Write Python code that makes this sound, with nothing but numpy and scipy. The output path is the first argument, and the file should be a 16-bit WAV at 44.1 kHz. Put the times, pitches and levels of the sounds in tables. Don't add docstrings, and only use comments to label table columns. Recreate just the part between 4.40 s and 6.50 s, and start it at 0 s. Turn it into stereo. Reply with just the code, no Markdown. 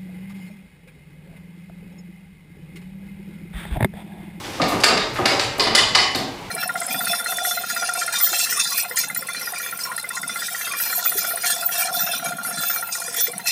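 import sys
import numpy as np
from scipy import signal
from scipy.fft import rfft, irfft
from scipy.io import wavfile
from scipy.ndimage import uniform_filter1d

SR = 44100
rng = np.random.default_rng(int(sys.argv[2]) if len(sys.argv) > 2 else 0)


def rack_gain(trim_db):
    fader = np.asarray(trim_db, float)
    return 10 ** (fader / 20)


def file_out(sig):
    cols = np.atleast_2d(sig).T
    lim = np.clip(cols, -1, 1)
    pcm = np.round(lim * 32767).astype(np.int16)
    wavfile.write(sys.argv[1], SR, pcm)


N = 92610

# pitch_hz, density_db
HUSH_COLOUR = [(15, -30), (30, -4.5), (41, -8), (60, -11), (103, -3), (140, -6.5), (363, -7.5), (734, -14),
               (840, -6), (962, -9.5), (1740, -19), (2110, -14), (16000, -39)]
# pitch_hz, side_db
HUSH_SIDE_LEVEL = [(60, -38), (240, -18), (950, -8.5), (3770, -5.5), (15000, -7)]
# time_s, level_db
ARM_EFFORT = [(0.0, -22.5), (0.2, -30), (0.43, -22), (0.65, -31.5), (1.49, -31), (1.908, -55), (2.1, -80)]
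# pitch_hz, density_db
SQUELCH_COLOUR = [(40, -24), (80, -15), (103, -4), (135, -21), (300, -5), (800, -13.5), (2000, -12),
                  (6000, -16), (12000, -60)]
# start_s, length_s, level_db, lowest_hz, highest_hz
WIRE_DRAGS = [(-.1, 0.65, -44.5, 1500, 11000), (0.275, 0.059, -35.5, 6000, 14000),
              (0.4, 0.013, -43, 4000, 12000), (0.726, 0.12, -44.5, 5000, 12600),
              (0.751, 0.049, -27.5, 1100, 1880), (0.861, 0.15, -31.5, 1810, 5440),
              (1.179, 0.03, -38.5, 7000, 12700), (1.755, 0.011, -27.5, 6000, 13000),
              (.988, 0.059, -31.5, 1500, 6960), (1.196, 0.086, -29, 1220, 1940),
              (0.302, 0.074, -33, 1500, 4960)]
# start_s, peak_db, dullness_hz, favoured_hz
PAN_THUDS = [(0.2, -9.5, 790, 555), (0.322, -13, 1000, 604), (0.438, -24, 940, 700),
             (0.509, -14.5, 980, 615), (0.752, -50, 900, 705), (0.789, -14, 1050, 486),
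             (0.919, -15.5, 972, 535), (1.185, -16, 900, 533), (1.269, -13, 920, 550),
             (1.552, -15.5, 970, 600), (1.751, -18, 730, 360), (1.788, -24, 705, 350)]
# pitch_hz, level_db, t60_s
BASE_MODES = [(100, -9, .1), (173.7, 0, 0.12), (229.3, -2.5, 0.19), (271, -3.5, 0.11), (369, -9, 0.088),
              (445, -11.5, 0.067), (566.4, -2, 0.11), (672, 1, 0.05), (756.6, -3.5, 0.13), (792, -2, 0.11),
              (1122, 12.5, 0.018), (1229, 17, 0.06), (1540, -9, 0.053)]
# start_s, length_s, pitch_hz, level_db
STEEL_SINGS = [(.205, 0.074, 697.5, -21.5), (.215, 0.045, 166, -20.5), (.315, 0.023, 688, -16.5),
               (.45, 0.096, 1236, -22.5), (.455, 0.059, 4590, -25), (.51, 0.05, 737, -21.5),
               (.51, 0.032, 565, -22), (.53, 0.028, 4640, -21), (.59, 0.061, 3740, -26),
               (.62, 0.13, 445, -32), (.79, 0.044, 344.3, -21.5), (.87, 0.12, 4970, -25.5),
               (.87, 0.11, 2208, -26.5), (.91, 0.012, 592, -36), (1.2, 0.039, 1066, -22),
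               (1.2, 0.043, 4960, -35), (1.265, 0.037, 2980, -23), (1.27, 0.05, 592, -31),
               (1.372, 0.038, 1980, -12), (1.385, 0.026, 2986, -12), (1.428, 0.024, 2986, -15),
               (1.41, 0.031, 1117, -23), (1.555, 0.025, 1135, -14.5), (1.58, 0.047, 2014, -18),
               (1.58, 0.078, 4440, -22), (1.585, 0.048, 4960, -19), (1.63, 0.043, 2990, -26),
               (1.66, 0.043, 2010, -24), (1.61, .04, 1147, -28), (1.752, 0.018, 3700, -25),
               (.436, 0.018, 4600, -20), (.475, .03, 4610, -16), (1.56, .03, 4060, -19)]
# start_s, length_s, pitch_hz, level_db
COUNTER_SHOVES = [(.335, 0.074, 105, -31), (0.95, 0.032, 112, -35), (.5, 0.09, 225, -25),
                  (0.71, 0.084, 112, -32.5), (0.74, 0.13, 110, -34), (1.04, 0.075, 124.5, -32),
                  (0.85, 0.03, 270, -24), (1.2, 0.054, 107, -38.5), (1.4, 0.11, 220, -33),
                  (1.4, 0.11, 97, -33), (0.23, 0.029, 480, -28.5), (1.19, 0.046, 400, -24.5),
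                  (1.5, 0.047, 148, -31.5), (1.5, 0.044, 215, -37.5), (1.86, 0.054, 470, -37)]
# start_s, peak_db, ring_db, favoured_hz, brightness_db
WALL_BLOWS = [
    (0.217, -11.5, -7.5, 3860, -17),
    (0.4023, -19.5, -1, 4500, 12.5),
    (0.4366, 0, -4, 4300, 7),
    (.5725, -10.5, -22, 3700, -18),
    (0.8562, -5, -3, 4850, 3.5),
    (.994, -10, -23, 3960, -15),
]
# start_s, peak_db, ring_db, favoured_hz, brightness_db
RIM_BLOWS = [
    (1.1975, -3.5, -2.5, 4000, -4),
    (1.274, -16, 5, 2930, -9),
    (1.3503, 0.5, -4, 2720, 8.5),
    (1.3842, -8, 2, 2800, 4),
    (1.430, -30, -7, 2950, 3),
    (1.5498, 1, -3.5, 2280, -3),
    (1.588, -16.5, 10, 2190, -7),
    (1.7478, -10.5, -6.5, 3500, 0),
]
# pitch_hz, level_db, t60_s
WALL_MODES = [(740, -1, .08), (1242, 7, 0.12), (1630, 3, 0.049), (2260, 2, 0.064), (2774, 7, 0.022),
              (3300, -15, .04), (3950, -17, 0.037), (4500, 0, 0.029), (4640, -2, 0.036), (4400, -14, 0.03),
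              (5100, -31, 0.025), (5260, -40, .03), (6430, -26, 0.035), (8800, -23, 0.028)]
# pitch_hz, level_db, t60_s
RIM_MODES = [(1065, -5, 0.076), (1110, 2.5, 0.079), (1944, -4, 0.045), (2040, 2, 0.044), (2465, -5, 0.042),
             (2986, 0, 0.052), (3670, -20, 0.02), (3655, -1.5, 0.019), (4130, -1, 0.025),
             (4500, 3.5, 0.022), (4925, 5, 0.02), (5400, -4, 0.02), (7500, -22, 0.009), (3250, -31, 0.089)]
# pitch_hz, density_db
WALL_CRACK_COLOUR = [(200, -39), (400, -7.5), (1200, -3.5), (2200, 0), (3200, -5), (4800, 1.5), (6000, -12),
                     (10000, -21), (15000, -37)]
# pitch_hz, density_db
RIM_CRACK_COLOUR = [(150, -38), (400, -12.5), (1100, -6.5), (2000, -6.5), (3300, -11), (4800, 2),
                    (6000, -13.5), (10000, -20), (15000, -52)]
# pitch_hz, t60_s, wet_db, side_db
ROOM_DECAY = [(49, 1, 8.5, -20), (147, 0.69, 6, -23), (517, 0.58, 7, -9.5), (1500, 0.66, 1, -6.5),
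              (4500, 0.42, 2.5, -17.5), (8100, 0.51, -6, -3), (14000, 0.054, 0.5, -14)]
# pitch_hz, left_lead_rad
PORT_LEAD = [(0, 0), (600, -0.38), (5860, -0.24), (15900, -0.53)]

HUSH_DB = -36
GRAINS_PER_S = 9500
THUD_DB, PUFF_DB, PUFF_T60_S, THUD_RISE_S = -11.5, 12, 0.089, 0.0059
SING_WANDER_RAD, SING_WANDER_HZ = 1.2, 70
CLATTER_S, WIRE_LOSS_DB, FAVOUR_DB_PER_OCT2 = .015, 15, 6.5
CRACK_DB, CRACK_T60_S, CRACK_TOP_HZ, CONTACT_RISE_S = -2, 0.0085, 6000, 0.0031
RING_DB, LONGEST_RING_S = -8.5, .17
RATTLES_PER_S, RATTLE_DB, RATTLE_T60_S, RATTLE_LOW_HZ, RATTLE_TOP_HZ = 710, -26.5, 0.37, 3500, 10930
FIRST_ECHO_S, BUILD_S = 0.00043, 0.012
KNEE_DB, SQUEEZE_DB_PER_DB, RELEASE_DB_PER_S, ATTACK_S = -11, 0.23, 25.5, 0.0037
PEAK_CEILING = .92


def rms_one(x):
    return x / np.sqrt(np.mean(x ** 2) + 1e-20)


def at_hz(points, hz, order=1):
    p = np.array(points)
    return np.interp(np.log(np.maximum(hz, 1)), np.log(p[:, 0]), p[:, order])


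def cut(x, hz, kind, order=2):
    sos = signal.butter(order, np.clip(hz, 20, .45 * SR), kind, fs=SR, output="sos")
    return signal.sosfilt(sos, x)


def tint(x, points):
    hz = np.arange(len(x) // 2 + 1) * SR / len(x)
    return irfft(rfft(x) * rack_gain(at_hz(points, hz)), len(x))


def evened(x, size):
    f = rfft(x)
    power = uniform_filter1d(abs(f) ** 2, size=size)
    return irfft(f * np.sqrt(power.mean() / power), len(x))


def ring(clicks, hz, t60):
    r, w = rack_gain(-60 / (max(t60, .01) * SR)), 2 * np.pi * hz / SR
    return signal.lfilter([0, np.sin(w)], [1, -2 * r * np.cos(w), r * r], clicks + 1e-18)


def add(out, s, x):
    i = int(s * SR)
    x = x[max(-i, 0):N - i]
    out[max(i, 0):max(i, 0) + len(x)] += x


def hush():
    hz = np.arange(N // 2 + 1) * SR / N
    colour_db = at_hz(HUSH_COLOUR, hz) + [[0], [1]] * at_hz(HUSH_SIDE_LEVEL, hz)
    mid, side = irfft(rfft(rng.standard_normal((2, N))) * rack_gain(colour_db), N)
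    return rack_gain(HUSH_DB) / np.std(mid) * (mid + side * [[1], [-1]])


def dough():
    s, db = np.transpose(ARM_EFFORT)
    noise = rng.standard_normal(N)
    swell = rms_one(cut(rng.standard_normal(N), 26.4, "low"))
    lumps = noise * rack_gain(6.0 * np.clip(swell, -3, 1.3))
    return rack_gain(np.interp(np.arange(N) / SR, s, db) - 15.0) * rms_one(tint(lumps, SQUELCH_COLOUR))


def drags():
    out = np.zeros(N)
    for s, length, db, low_hz, high_hz in WIRE_DRAGS:
        u = np.arange(SR // 2) / SR / length
        slips = rack_gain(4.4 * np.minimum(rng.exponential(1, len(u)), 5))
        slips = slips * rng.choice([-1, 1], len(u))
        slips = slips * (rng.random(len(u)) < GRAINS_PER_S / SR)
        stroke = np.clip(8 * u, 0, 1) * np.exp(-1.5 * u ** 2)
        scrape = cut(cut(slips, low_hz, "high"), high_hz, "low")
        add(out, s, rack_gain(db) * stroke * rms_one(scrape))
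    return out


def puff():
    t = np.arange(SR // 5) / SR
    swell = rack_gain(-60 * t / PUFF_T60_S) * (1 - np.exp(-t / THUD_RISE_S))
    return evened(rng.standard_normal(SR // 5) * swell, size=20)


def thuds():
    out = np.zeros(N)
    for s, db, dull_hz, favour_hz in PAN_THUDS:
        push = np.zeros(SR // 3)
        push[:24] = signal.windows.hann(24) / 12
        octaves = np.log2(np.array(BASE_MODES)[:, 0] / favour_hz)
        luck_db = rng.normal(0, 4.2, len(BASE_MODES)) - 3 * octaves ** 2
        body = np.zeros(len(push))
        for k, (hz, level_db, t60) in enumerate(BASE_MODES):
            body += (-1) ** k * rack_gain(level_db + luck_db[k]) * ring(push, hz, t60)
        add(out, s - .002, rack_gain(db + THUD_DB) * cut(body, dull_hz, "low"))
        dull = cut(cut(puff(), dull_hz, "low"), 0.5 * favour_hz, "high")
        add(out, s - .002, rack_gain(db + PUFF_DB) * dull)
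    return out


def sings(rows):
    out = np.zeros(N)
    for s, length, hz, db in rows:
        t = np.arange(SR // 4) / SR
        wander = cut(rng.standard_normal(len(t)), min(SING_WANDER_HZ, hz / 8), "low")
        jostle = SING_WANDER_RAD * rms_one(wander)
        u = t / max(length, .005)
        swell = np.clip(4 * u, 0, 1) * np.exp(-1.2 * u ** 3)
        add(out, s, rack_gain(db) * swell * np.sin(2 * np.pi * hz * t + jostle))
    return out


def clatter(hits, modes, colour):
    steel, cracks = np.zeros(N), np.zeros(N)
    t = np.arange(SR // 4) / SR
    for s, db, ring_db, favour_hz, bright_db in hits:
        share = np.sort(rng.random(30)) ** 1.1
        clicks = np.zeros(SR // 4)
        clicks[((share - share[0]) * CLATTER_S * SR).astype(int)] = rack_gain(-WIRE_LOSS_DB * share)
        fade = rack_gain(-60 / (CRACK_T60_S * SR))
        grit = signal.lfilter([1], [1, -fade], clicks) * rng.standard_normal(SR // 4)
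        grit = evened(grit, size=60) * (1 - np.exp(-t / CONTACT_RISE_S)) * (t < .1)
        bright = (rack_gain(bright_db) - 1) * cut(grit, CRACK_TOP_HZ, "high")
        add(cracks, s - .001, rack_gain(db + CRACK_DB) * (grit + bright))
        for (hz, level_db, t60), wire in zip(modes, rng.integers(1, 8, len(modes))):
            click = clicks * (np.cumsum(clicks > 0) == wire)
            miss_db = FAVOUR_DB_PER_OCT2 * np.log2(hz / favour_hz) ** 2
            gain = rack_gain(db + RING_DB + ring_db + level_db - miss_db)
            add(steel, s - .001, gain * ring(click, hz, min(t60, LONGEST_RING_S)))
    return cut(steel, 450, "high") + tint(cracks, colour)


def rattle(hits):
    stir = np.zeros(N)
    for s, db, *_ in hits:
        add(stir, s + 0.0033, rack_gain(db - 60 * np.arange(SR // 2) / SR / RATTLE_T60_S))
    clumps = rack_gain(6.7 * rms_one(cut(rng.standard_normal(N), 70, "low")))
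    ticks = rack_gain(8.1 * np.minimum(rng.exponential(1, N), 4)) * rng.choice([-1, 1], N)
    ticks = ticks * (rng.random(N) < RATTLES_PER_S * clumps / SR)
    dealt = rng.integers(0, 16, N)
    rings = np.zeros(N)
    for k, hz in enumerate(np.geomspace(RATTLE_LOW_HZ, RATTLE_TOP_HZ, 16)):
        rings += ring(ticks * (dealt == k), hz, 0.013) * 4000 / hz
    return rack_gain(RATTLE_DB) * stir * rms_one(cut(rings, 2150, "high"))


def kitchen(x):
    t = np.arange(SR) / SR
    white, tail = rng.standard_normal((2, 2, SR)), 0
    onset = 1 - np.exp(-np.maximum(t - FIRST_ECHO_S, 0) / BUILD_S)
    for k, hz in enumerate(45 * 2. ** np.arange(9)):
        octave = signal.butter(2, [hz / np.sqrt(2), hz * np.sqrt(2)], "band", fs=SR, output="sos")
        mid, side = signal.sosfilt(octave, white[k % 2])
        fade = onset * rack_gain(-60 * t / at_hz(ROOM_DECAY, hz))
        fade = fade / np.sqrt(np.sum(fade ** 2)) * rack_gain(at_hz(ROOM_DECAY, hz, order=2))
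        tail = tail + fade * (mid + rack_gain(at_hz(ROOM_DECAY, hz, order=3)) * side * [[1], [-1]])
    f = rfft(tail)
    power = np.mean(abs(f) ** 2, axis=0)
    level = np.sqrt(uniform_filter1d(power, size=250) / uniform_filter1d(power, size=25))
    tail = irfft(f * level, SR)
    return signal.fftconvolve(x[None], tail[:, :SR * 3 // 4], axes=1)[:, :N]


def scene():
    pan = clatter(RIM_BLOWS, RIM_MODES, RIM_CRACK_COLOUR)
    pan = pan + clatter(WALL_BLOWS, WALL_MODES, WALL_CRACK_COLOUR)
    pan = pan + thuds() + drags() + dough() + rattle([*RIM_BLOWS, *WALL_BLOWS])
    sung = sings(STEEL_SINGS) + sings(COUNTER_SHOVES)
    air = rfft(pan + sung + rack_gain(1.0) * kitchen(pan + rack_gain(-13.0) * sung))
    lead_rad = at_hz(PORT_LEAD, np.arange(N // 2 + 1) * SR / N)
    return irfft(air * np.exp(.5j * lead_rad * [[1], [-1]]), N) + hush()


def roll_off(x):
    return signal.sosfilt(signal.butter(12, 16000, fs=SR, output="sos"), x)


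def record(dry):
    level_db = 10 * np.log10(uniform_filter1d(np.mean(dry ** 2, axis=0), size=256) + 1e-12)
    slope_db = RELEASE_DB_PER_S * np.arange(N) / SR
    held_db = np.maximum.accumulate(level_db + slope_db) - slope_db
    over_db = np.maximum(held_db - KNEE_DB, 0)
    r = np.exp(-1 / (ATTACK_S * SR))
    x = dry * rack_gain(-SQUEEZE_DB_PER_DB * signal.lfilter([1 - r], [1, -r], over_db))
    x = x / (1 + (cut(x, 20, "high") / PEAK_CEILING) ** 4) ** .25
    x = signal.sosfilt(signal.cheby2(8, 60, 17200, fs=SR, output="sos"), x)
    return roll_off(x)


dry = scene()
out = record(dry)
file_out(out)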